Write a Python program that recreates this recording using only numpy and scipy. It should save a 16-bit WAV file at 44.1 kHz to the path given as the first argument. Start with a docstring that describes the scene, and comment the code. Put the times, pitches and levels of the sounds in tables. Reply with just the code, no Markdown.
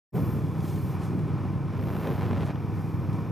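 """Twin-cylinder motorcycle cruising on a wide city road

Heard at a microphone on the rider: exhaust pulses in uneven pairs excite the resonances of pipe and body.
Coloured noise gives wind rumble, tyre roar and air hiss; swells of noise give buffets, and short bursts
give ticks and eddies. Dense random pops crackle, most strongly in one gust; faint whines are drifting sines.
The sound fades in quickly just after the start.
"""
import sys
import numpy as np
from scipy import signal
from scipy.fft import rfft, irfft, next_fast_len
from scipy.io import wavfile
from scipy.ndimage import uniform_filter1d, minimum_filter1d, map_coordinates

SR = 44100
rng = np.random.default_rng(int(sys.argv[2]) if len(sys.argv) > 2 else 0)


def master(y):
    """Save y as 16-bit WAV."""
    cut = np.clip(np.atleast_2d(y).T, -1, 1)
    pcm = np.round(cut * 32767)  # scale
    wavfile.write(sys.argv[1], SR, pcm.astype(np.int16))


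N = 145971


def amp(db):
    """Logarithmic level: decibels to amplitude ratio."""
    return 10 ** (np.asarray(db) / 20)


def unit(x):
    """Normalisation: scale to an rms of 1."""
    return x / np.sqrt(np.mean(x ** 2) + 1e-20)


def along(points, hz):
    """Spectral envelope: interpolate (f/Hz, value) points on a logarithmic frequency axis."""
    f, value = np.transpose(points)
    return np.interp(np.log(hz + 1), np.log(f + 1), value)


def curve(rows):
    """Temporal envelope: (t/s, value) points as one value per sample."""
    return np.interp(np.arange(N) / SR, *np.transpose(rows))


def wobble(rate):
    """Random modulation: a smooth curve through normal random knots, rate knots per second."""
    knots = rng.standard_normal(int(N * rate / SR) + 4)
    return map_coordinates(knots, [np.arange(N) * rate / SR])


def filtered(x, response):
    """Linear filtering: multiply the spectrum by a response of frequency."""
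    size = next_fast_len(N + SR // 2)  # zero padding leaves room for the filter's tail
    spectrum = rfft(x, size) * response(np.fft.rfftfreq(size, 1 / SR))
    return irfft(spectrum, size)[..., :N]


def noise(colour):
    """Coloured noise: white noise shaped by a spectral envelope, at rms 1."""
    white = rng.standard_normal(N)
    return unit(filtered(white, lambda hz: amp(along(colour, hz))))


def ring(pulses, colour, size=8192):
    """Minimum-phase resonance: pulses excite a causal body of the given colour, at rms 1."""
    hz = np.fft.rfftfreq(size, 1 / SR)
    cepstrum = irfft(np.log(amp(along(colour, hz))))
    # folding the cepstrum onto positive time makes the response causal
    cepstrum[1:size // 2] *= 2
    cepstrum[size // 2 + 1:] = 0
    impulse_response = irfft(np.exp(rfft(cepstrum)))
    return unit(signal.fftconvolve(pulses, impulse_response)[:N])


# air hissing past the helmet: t/s, level/dB
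HISS_LEVEL = [(.15, -61), (.55, -65.5), (.62, -61), (.7, -55), (.82, -61), (.94, -61.5), (.98, -68),
              (1.04, -56), (1.14, -69.5), (1.7, -72), (2.05, -62), (2.39, -72), (2.46, -58.5), (2.54, -74),
              (2.82, -65.5), (3.03, -73), (3.17, -65.5), (3.3, -75)]
# spectrum of the hiss: f/Hz, relative level/dB
HISS_SPECTRUM = [(1500, 1.5), (3500, 10), (7500, 8.5), (10000, 9), (13000, 8.5), (15000, -25)]
# highest sizzle of the air: t/s, level/dB
SIZZLE_LEVEL = [(.15, -52.5), (.34, -52), (.43, -71), (.56, -70), (.66, -54), (.78, -56), (.95, -56.5),
                (.99, -73), (1.7, -97), (1.82, -60), (1.97, -54.5), (2.14, -54.5), (2.28, -63), (2.4, -81),
                (2.72, -70), (2.79, -63), (3.0, -68), (3.3, -79)]
# spectrum of the sizzle: f/Hz, relative level/dB
SIZZLE_SPECTRUM = [(4000, -37), (9400, -29), (10200, 3.5), (10800, -2.5), (12300, 8.5), (14000, -2),
                   (15200, 6)]


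def air():
    """Aerodynamic broadband noise: hiss and a higher sizzle swell as the airflow changes its angle."""
    hiss = amp(curve(HISS_LEVEL) + 0.75 * wobble(60)) * noise(HISS_SPECTRUM)
    sizzle = amp(curve(SIZZLE_LEVEL)) * noise(SIZZLE_SPECTRUM)
    return hiss + sizzle


LOW_WHINE_HZ, MID_WHINE_HZ, HIGH_WHINE_HZ = 1035, 3397, 12174
WHINE_DRIFT_HZ = 5.3  # scale of the random pitch drift
# faint low whine: t/s, level/dB
LOW_WHINE_LEVEL = [(.2, -55.5), (.8, -63.5), (1.35, -68), (1.6, -51.5), (2.4, -86), (3.3, -64)]
# faint middle whine: t/s, level/dB
MID_WHINE_LEVEL = [(.15, -72.5), (.6, -71.5), (.8, -77), (2.6, -92)]
# faint high whine: t/s, level/dB
HIGH_WHINE_LEVEL = [(.15, -71), (.44, -70), (.56, -82), (1.5, -81), (1.66, -92), (1.76, -73), (2.55, -75),
                    (2.9, -75), (3.3, -75)]


def whines():
    """Frequency modulation: thin sine tones drift slightly in pitch, and swell and fade."""
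    tones = [(LOW_WHINE_HZ, LOW_WHINE_LEVEL), (MID_WHINE_HZ, MID_WHINE_LEVEL),
             (HIGH_WHINE_HZ, HIGH_WHINE_LEVEL)]
    total = np.zeros(N)
    for hz, level in tones:
        phase = 2 * np.pi * np.cumsum(hz + WHINE_DRIFT_HZ * wobble(23.75)) / SR
        total += amp(curve(level)) * np.sqrt(2) * np.sin(phase)  # root 2 gives the sine an rms of 1
    return total


# faint ticks and scuffs of the riding gear: t/s, initial level/dB, time to decay by 60 dB/s
TICK_EVENTS = [(0.606, -50.5, .04), (.645, -55, 0.13), (0.679, -54, 0.1), (0.759, -48, .04),
               (1.191, -52, .035), (3.128, -52, 0.037)]
# spectrum of the ticks: f/Hz, relative level/dB
TICK_SPECTRUM = [(600, -29), (1800, 5), (3800, 4), (6000, -7), (10000, -6), (15000, -15)]


def ticks():
    """Exponential decay: abrupt noise bursts make dry little snaps and slightly longer scuffs."""
    t = np.arange(N) / SR
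    envelope = np.zeros(N)
    for start, db, t60 in TICK_EVENTS:
        envelope += (t >= start) * amp(db - 60 * np.abs(t - start) / t60)
    return envelope * noise(TICK_SPECTRUM)


ROAD_DB = -47
# spectrum of tyres on asphalt: f/Hz, relative level/dB
ROAD_SPECTRUM = [(150, -28), (400, -2), (600, -7), (800, 7), (1100, 4), (1400, -1.5), (1900, -7.5),
                 (2400, -10), (3000, -17.5), (4200, -24.5), (5500, -22.5), (8000, -41), (12500, -44),
                 (15000, -61)]


def road():
    """Rolling noise: a steady broadband tyre roar with a slight grain from random level modulation."""
    level_db = ROAD_DB + 1.3 * wobble(6.95) + 0.84 * wobble(180)
    return amp(level_db) * noise(ROAD_SPECTRUM)


REFLECT_DB, REFLECT_T60_S = -8, 0.025  # reflected level relative to direct; time to decay by 60 dB


def reflected(x):
    """Early reflection: a short decaying noise tail stands for tank, screen and road, at equal total level."""
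    t = np.arange(SR // 20) / SR
    tail = rng.standard_normal(len(t)) * amp(-60 * t / REFLECT_T60_S)
    wet = signal.fftconvolve(x, tail / np.linalg.norm(tail))[:N]
    return (x + amp(REFLECT_DB) * wet) / np.sqrt(1 + amp(REFLECT_DB) ** 2)


# wind on the microphone: t/s, level/dB
WIND_LEVEL = [(.15, -29), (.43, -30), (.7, -32), (1.03, -34), (1.16, -33), (1.35, -32), (1.7, -33.5),
              (1.87, -29.5), (2.07, -32.5), (2.43, -28.5), (2.55, -35.5), (2.85, -33), (3.07, -31),
              (3.3, -32.5)]
# spectrum of the wind rumble: f/Hz, relative level/dB
RUMBLE_SPECTRUM = [(25, -28), (44, -35), (58, -9), (85, 1), (140, 5.5), (220, -3), (340, -6.5), (480, -14),
                   (700, -23.5), (1500, -38), (4000, -58), (9000, -56)]


def wind():
    """Turbulent pressure fluctuation: low noise flutters quickly around the strength of the wind."""
    flutter_db = 1.3 * wobble(45)
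    rumble = unit(noise(RUMBLE_SPECTRUM) * amp(flutter_db))
    return amp(curve(WIND_LEVEL)) * rumble


# single buffets of wind: peak t/s, half-length/s (Gaussian standard deviation), peak level/dB, centre f/Hz
BUFFET_EVENTS = [(.166, 0.024, -32.5, 463), (0.212, 0.042, -33, 230), (1.169, 0.042, -28, 206),
                 (1.28, 0.14, -43, 210), (2.08, 0.045, -36, 536), (2.45, .018, -51, 332)]
# spectrum of one buffet: f/centre f (a ratio), relative level/dB
BUFFET_SPECTRUM = [(.3, -33), (.75, 2.5), (1.3, -4), (2, -14), (4, -33), (16, -61)]


def buffets():
    """Gaussian envelope: short swells of turbulent noise, each around its own centre frequency."""
    t = np.arange(N) / SR
    total = np.zeros(N)
    for peak, length, db, centre_hz in BUFFET_EVENTS:
        spectrum = [(ratio * centre_hz, level) for ratio, level in BUFFET_SPECTRUM]
        swell = np.exp(-.5 * ((t - peak) / length) ** 2)
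        total += amp(db) * swell * noise(spectrum)
    return total


POPS_PER_S, POP_SCATTER_DB = 1200, 6  # mean rate; spread of sizes before the largest are capped
# turbulent crackle in the gusts: t/s, level/dB
CRACKLE_LEVEL = [(.16, -47), (.25, -49.5), (.7, -53), (1.0, -49.5), (1.35, -48.5), (1.7, -50), (1.94, -40),
                 (2.0, -42), (2.07, -35.5), (2.135, -39.5), (2.21, -38.5), (2.28, -40), (2.33, -38.5),
                 (2.43, -39.5), (2.465, -45.5), (2.505, -36.5), (2.53, -53), (3.3, -58.5)]
# spectrum of one pop, also used by the eddies: f/Hz, relative level/dB
POP_SPECTRUM = [(60, -30), (200, -5.5), (400, 2.5), (900, -4), (1500, -11), (2500, -17.5), (4000, -26),
                (7000, -39), (14000, -47)]


def crackle():
    """Random impulse process: eddies burst on the microphone as dense pops of uneven size."""
    pops = (rng.random(N) < POPS_PER_S / SR) * np.sign(rng.standard_normal(N))
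    sizes = amp(POP_SCATTER_DB * np.minimum(rng.standard_normal(N), 2))
    return amp(curve(CRACKLE_LEVEL)) * ring(pops * sizes, POP_SPECTRUM)


EDDY_T60_S, EDDY_TOP_HZ = .012, 4000  # time to decay by 60 dB; low-pass corner
# the hardest eddies: t/s, initial level/dB before the low-pass
EDDY_EVENTS = [(2.311, -26), (2.424, -30), (2.43, -29.5), (2.504, -38.5), (2.558, -30.5)]


def eddies():
    """Low-passed transient: decaying noise bursts stand out of the crackle, strong but blunt."""
    t = np.arange(N) / SR
    envelope = np.zeros(N)
    for start, db in EDDY_EVENTS:
        envelope += (t >= start) * amp(db - 60 * np.abs(t - start) / EDDY_T60_S)
    bursts = envelope * noise(POP_SPECTRUM)
    return filtered(bursts, lambda hz: 1 / np.sqrt(1 + (hz / EDDY_TOP_HZ) ** 4))


FIRST_FIRING_S, SECOND_CYLINDER_TURN = .131, 450 / 720  # turn is a share of the four-stroke cycle
ENGINE_DB, SECOND_CYLINDER_DB = -32, -4  # the second is relative to the first cylinder
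FIRING_SCATTER_DB, FIRING_JITTER_S = 1.3, .0001  # standard deviations
# engine speed: t/s, four-stroke cycle rate f/Hz
ENGINE_SPEED = [(0, 19.5), (.6, 19.58), (1.2, 19.78), (1.5, 19.93), (1.8, 20.03), (2.1, 20.25),
                (2.5, 20.17), (3.3, 20.5)]
# resonances of exhaust pipe and body: f/Hz, relative level/dB
PIPE_SPECTRUM = [(40, -56), (65, -20.5), (98, 2), (122, 0.5), (160, 1.5), (200, -6), (245, -17.5),
                 (300, -6), (380, -19), (600, -34.5), (2000, -50), (8000, -94)]


def engine():
    """Source and resonator: two cylinders fire at uneven spacing, one louder, into the exhaust."""
    t = np.arange(N) / SR
    cycle = np.cumsum(curve(ENGINE_SPEED)) / SR
    cycle -= np.interp(FIRST_FIRING_S, t, cycle)  # cycle zero is the first firing
    pulses = np.zeros(N)
    for turn, db in [(0, 0), (SECOND_CYLINDER_TURN, SECOND_CYLINDER_DB)]:
        times = np.interp(np.arange(turn, cycle[-1], 1), cycle, t)
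        late, strong = rng.standard_normal((len(times), 2)).T
        at = np.clip((times + FIRING_JITTER_S * late) * SR, 0, N - 1).astype(int)
        pulses[at] += amp(db + FIRING_SCATTER_DB * strong)
    return amp(ENGINE_DB) * ring(pulses, PIPE_SPECTRUM)


# bass mismatch of the two microphone ports: strength and corner of a first-order low-pass
PORT_MISMATCH_HZ, PORT_CORNER_HZ = 51.3, 7.6
# share of tyre roar that differs between the ports: f/Hz, level/dB
SPREAD_SPECTRUM = [(100, -1), (500, -9), (1000, -38.5), (2000, -28), (3000, -11.5), (5000, -17.5),
                   (8000, -22), (12000, -25)]


def scene():
    """Mid-side superposition: two close ports share most sound but differ in bass and in some tyre roar."""
    engine_and_wind = engine() + wind() + buffets() + crackle() + eddies()
    mid = engine_and_wind + reflected(road() + air() + ticks()) + whines()
    bass_side = filtered(mid, lambda hz: -PORT_MISMATCH_HZ / (PORT_CORNER_HZ + 1j * hz))
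    roar_side = filtered(road(), lambda hz: amp(along(SPREAD_SPECTRUM, hz)))
    side = bass_side + roar_side
    return np.array([mid + side, mid - side])


START_S, FADE_S = .12, .034
LIMIT_DB, LIMIT_HOLD_S = -16.8, .012  # threshold for the mean of both ports; window of the gain
TOP_HZ = 15300


def record(dry):
    """Peak limiting and band limiting: a quick fade-in, peaks held down, nothing kept above the top."""
    fade = np.clip((np.arange(N) / SR - START_S) / FADE_S, 0, 1) ** 2
    hold = int(LIMIT_HOLD_S * SR)
    needed = amp(LIMIT_DB) / np.maximum(np.abs(dry.mean(axis=0)), amp(LIMIT_DB))
    gain = uniform_filter1d(minimum_filter1d(needed, hold), hold)  # lowest gain nearby, then smoothed
    return filtered(dry * fade * gain, lambda hz: hz < TOP_HZ)


dry = scene()
out = record(dry)
master(out)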